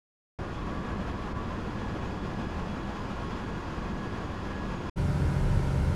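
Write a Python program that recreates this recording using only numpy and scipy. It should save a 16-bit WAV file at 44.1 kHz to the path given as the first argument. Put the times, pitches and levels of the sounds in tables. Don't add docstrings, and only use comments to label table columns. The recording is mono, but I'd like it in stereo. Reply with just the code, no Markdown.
import sys
import numpy as np
from scipy.fft import rfft, irfft, next_fast_len
from scipy.io import wavfile
from scipy.ndimage import map_coordinates

SR = 44100
rng = np.random.default_rng(int(sys.argv[2]) if len(sys.argv) > 2 else 0)


def file_out(sig):
    cols = np.atleast_2d(sig).T
    lim = np.clip(cols, -1, 1)
    pcm = np.round(lim * 32767).astype(np.int16)
    wavfile.write(sys.argv[1], SR, pcm)


N = 262395

# start t/s, end t/s
HALL_TIMES = (.3875, 4.898)


def amp(db):
    return 10 ** (np.asarray(db) / 20)


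def unit(x):
    return x / np.sqrt(np.mean(x ** 2) + 1e-20)


def along(points, hz):
    f, value = np.transpose(points)
    return np.interp(np.log(hz + 1), np.log(f + 1), value)


def bump(centre, half):
    return np.exp(-((np.arange(N) / SR - centre) / half) ** 2)


def wobble(rate):
    coarse = np.linspace(0, N, N // 64)
    knots = rng.standard_normal(1024)
    curve = map_coordinates(knots, [coarse * rate / SR], mode="wrap")
    return np.interp(np.arange(N), coarse, curve)


def filtered(x, response):
    size = next_fast_len(N + SR // 2)
    spectrum = rfft(x, size) * response(np.fft.rfftfreq(size, 1 / SR))
    return irfft(spectrum, size)[..., :N]


def rush(spectrum, ripple_db=0, ripple_hz=20):
    knots = rng.standard_normal(8192)

    def response(hz):
        ripple = ripple_db * np.interp(hz / ripple_hz, np.arange(len(knots)), knots)
        inside = (hz > spectrum[0][0]) & (hz < spectrum[-1][0])
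        return inside * amp(along(spectrum, hz) + ripple)

    return unit(filtered(rng.standard_normal((2, N)), response))


def tone(hz, diffuse, rate):
    start = rng.random((2, 1))
    phase = 2 * np.pi * (np.cumsum(hz * np.ones(N)) / SR + start)
    field = np.array([1 + diffuse * (wobble(rate) + 1j * wobble(rate)) for _ in range(2)])
    return unit(np.real(field * np.exp(1j * phase)))


def control_room(walls_db=-29.5, vent_db=-41, hum_lift_db=1.0):
    # f/Hz, relative level/dB per Hz
    wall_spectrum = [(16, -26), (25, -4), (36, 11), (52, -6), (72, -2), (100, 1.5), (120, -4.5), (150, -5),
                     (200, -18), (230, -13.5), (300, -14.5), (380, -15), (480, -19.5), (650, -68)]
    # f/Hz, relative level/dB per Hz
    vent_spectrum = [(300, 0.5), (480, -0.5), (600, 0.5), (680, -4), (770, 0.5), (850, -7), (970, -2),
                     (1150, -7.5), (1450, -5), (1900, -11.5), (3200, -17), (7500, -26), (11000, -31),
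                     (12200, -38), (15700, -46)]
    # f/Hz, level/dB before the lift
    hum_tones = [(37.5, -53), (66.5, -38), (86.1, -36), (134.6, -34), (148.5, -40), (177.6, -40.5),
                 (204.6, -46.5), (213, -53), (269.2, -48.5), (347, -70), (378, -50.5), (403.7, -52.5),
                 (498, -64), (592.2, -52), (753.7, -63), (920.5, -57), (974.4, -56), (1238, -60.5),
                 (1308, -61), (1394, -58.5), (1642, -63), (2148, -64), (5459, -76), (6455, -75),
                 (9522, -82), (9868, -75), (10820, -86)]
    drone = amp(walls_db) * rush(wall_spectrum, ripple_db=3.5, ripple_hz=3)
    fans = amp(vent_db) * rush(vent_spectrum, ripple_db=2.5, ripple_hz=10)
    hum = sum(amp(db + hum_lift_db) * tone(hz, diffuse=.2, rate=4) for hz, db in hum_tones)
    return drone + fans + hum


def pumps():
    # f/Hz, level/dB
    pump_tones = [(36.7, -57.5), (47, -47), (81, -45.5), (197, -46.5), (351, -57.5), (411, -70),
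                  (1291, -65.5)]
    return sum(amp(db) * tone(hz, diffuse=0.44, rate=6) for hz, db in pump_tones)


def motors():
    # f/Hz, level/dB when nearest, t/s when nearest,
    # time/s to walk one passing distance
    motor_passes = [(4312, -74.5, 2.4, 1.1), (4603, -71, 4.6, 2.2), (5858, -77, 4.1, 1.3)]
    t = np.arange(N) / SR
    whines = 0
    for hz, db, nearest, passing in motor_passes:
        distance = np.hypot(1, (t - nearest) / passing)
        whines = whines + amp(db) / distance * tone(hz, diffuse=0.38, rate=8.2)
    return whines


def doors():
    # f/Hz, relative level/dB per Hz
    door_spectrum = [(940, -37), (1010, 17), (1070, -5), (1120, 10), (1155, 18), (1210, -24)]
    # t/s when nearest, level/dB when nearest, half length/s
    door_passes = [(.78, -48, 0.23), (1.43, -47, .17)]
    nearness = sum(amp(db) * bump(s, half) for s, db, half in door_passes)
    return nearness * rush(door_spectrum)


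def turbocharger(fade_db=2.5, partial_fade_db=1.5, skirt_db=-4):
    # t/s, f/Hz
    blade_pitch = [(.4, 1683), (2, 1677), (3, 1673.5), (4.9, 1674)]
    # mean level/dB at mid walk, growth/dB per s as the microphone nears
    partial_levels = [(-57.5, 1.5), (-68, 0.7), (-73.5, .9), (-77, 1), (-89.5, 1), (-85.5, 0.5), (-98, 0)]
    mid_walk_s = 2.65
    crest_gap_s, crest_s, reflected = .527, 2.45, .33
    t = np.arange(N) / SR
    pitch = np.interp(t, *np.transpose(blade_pitch))
    blade, *overtones = [db + growth * (t - mid_walk_s) for db, growth in partial_levels]
    standing = np.abs(1 + reflected * np.exp(2j * np.pi * (t - crest_s) / crest_gap_s))
    whine = amp(blade + fade_db * wobble(8)) * standing * tone(pitch, diffuse=.1, rate=8)
    for multiple, level in enumerate(overtones, 2):
        partial = tone(multiple * pitch, diffuse=.5, rate=16)
        skirt = tone(multiple * pitch, diffuse=7.3, rate=20 * multiple)
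        whine += amp(level + partial_fade_db * wobble(9)) * (partial + amp(skirt_db) * skirt)
    return whine


def diesel(throb_db=0.05, flutter_db=0.8, heave_db=0.35, thump_db=-47):
    # f/Hz, relative level/dB per Hz
    rumble_spectrum = [(12, -28), (21, -6.5), (38, -2.5), (60, -1.5), (84, -6.5), (100, -3.5), (150, -4),
                       (195, -3), (245, -5.5), (275, -10), (300, -7.5), (370, -10.5), (500, -16),
                       (680, -41)]
    roar_spectrum = [(260, -21), (450, -1), (565, -0.5), (664, -2.5), (715, -3), (1110, -0.5), (1230, -5),
                     (1580, -8), (1630, -9), (1720, -5.5), (1760, -10), (1910, -11), (2600, -16),
                     (3380, -65), (5720, -120)]
    air_spectrum = [(2000, -34), (2500, -0.5), (3200, -1.5), (3800, -6), (5000, -9.5), (6000, -13),
                    (7200, -15.5), (8100, -23), (10200, -25.5), (11000, -30.5), (12200, -30.5),
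                    (12800, -38), (14000, -33.5), (15700, -55)]
    # t/s, half length/s, roar change/dB, air hiss change/dB
    flickers = [(0.55, 0.02, -3.5, 1), (1.27, 0.016, 2, 2), (1.342, 0.014, -4.5, -9.5),
                (4.29, 0.019, -1, -2)]
    firing_hz = 7.33
    rumble_db, roar_db, air_db = -36, -41.5, -54.5
    air_start_db, air_reached_s = -1.4, 2.1
    t = np.arange(N) / SR
    firing = 2 * np.pi * firing_hz * t
    swell = throb_db * np.cos(firing) + flutter_db * wobble(35)
    roar_flicker, air_flicker = sum(np.outer(depths, bump(s, half)) for s, half, *depths in flickers)
    approach = np.interp(t, [HALL_TIMES[0], air_reached_s], [air_start_db, 0])
    rumble_level = amp(rumble_db + heave_db * wobble(5.58))
    rumble = rumble_level * rush(rumble_spectrum, ripple_db=0.4, ripple_hz=9)
    roar_level = amp(roar_db + roar_flicker + swell)
    roar = roar_level * rush(roar_spectrum, ripple_db=2.4, ripple_hz=14)
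    air_level = amp(air_db + approach + air_flicker + swell)
    hiss = air_level * rush(air_spectrum, ripple_db=-0.7, ripple_hz=30.77)
    thump = amp(thump_db) * (np.sin(firing) + .5 * np.sin(2 * firing))
    return rumble + roar + hiss + thump


def microphones(pair, width, lean):
    mid = pair[0]
    side = filtered(pair[1], lambda hz: amp(along(width, hz)))

    def balance(hz):
        shading = along(lean, hz) * np.clip(hz / 200 - 1, 0, 1)
        return amp(np.outer([.5, -.5], shading))

    return filtered(np.array([mid + side, mid - side]), balance)


def scene():
    # f/Hz, side minus mid level/dB
    hall_width = [(60, -57), (110, -66), (200, -31.5), (380, -19), (700, -12), (1290, -10), (2380, -6.5),
                  (4400, -7), (8120, -5.5), (15000, 0)]
    desk_width = [(110, -68), (200, -54), (380, -24), (700, -15), (1290, -10.5), (2380, -7), (8120, -7.5),
                  (15000, -1)]
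    # f/Hz, left minus right level/dB (full from 400 Hz)
    hall_balance = [(200, 0.5), (600, 0.8), (1100, 2.5), (2200, 1.3), (4000, 1), (5600, 0.5), (7300, 3.5),
                    (10200, 3.5), (11000, 2), (12000, 6.5), (15000, 8)]
    desk_balance = [(60, 0.5), (110, 0.0), (200, -3), (380, 0.5), (700, 2.5), (1290, 3.0), (2380, 2.5),
                    (4400, 1.5), (8120, 0.5), (15000, 5)]
    desk_start_s = 4.958
    t = np.arange(N) / SR
    machines = pumps() + motors() + doors() + turbocharger() + diesel()
    hall = microphones(machines, hall_width, hall_balance)
    desk = microphones(control_room(), desk_width, desk_balance)
    in_hall = np.clip(np.minimum(t - HALL_TIMES[0], HALL_TIMES[1] - t) / .002, 0, 1)
    at_desk = np.clip((t - desk_start_s) / .022, 0, 1)
    return hall * in_hall + desk * at_desk


def record(dry):
    top_hz = 15720
    return filtered(dry, lambda hz: np.clip((top_hz - hz) / 60 + .5, 0, 1))


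dry = scene()
out = record(dry)
file_out(out)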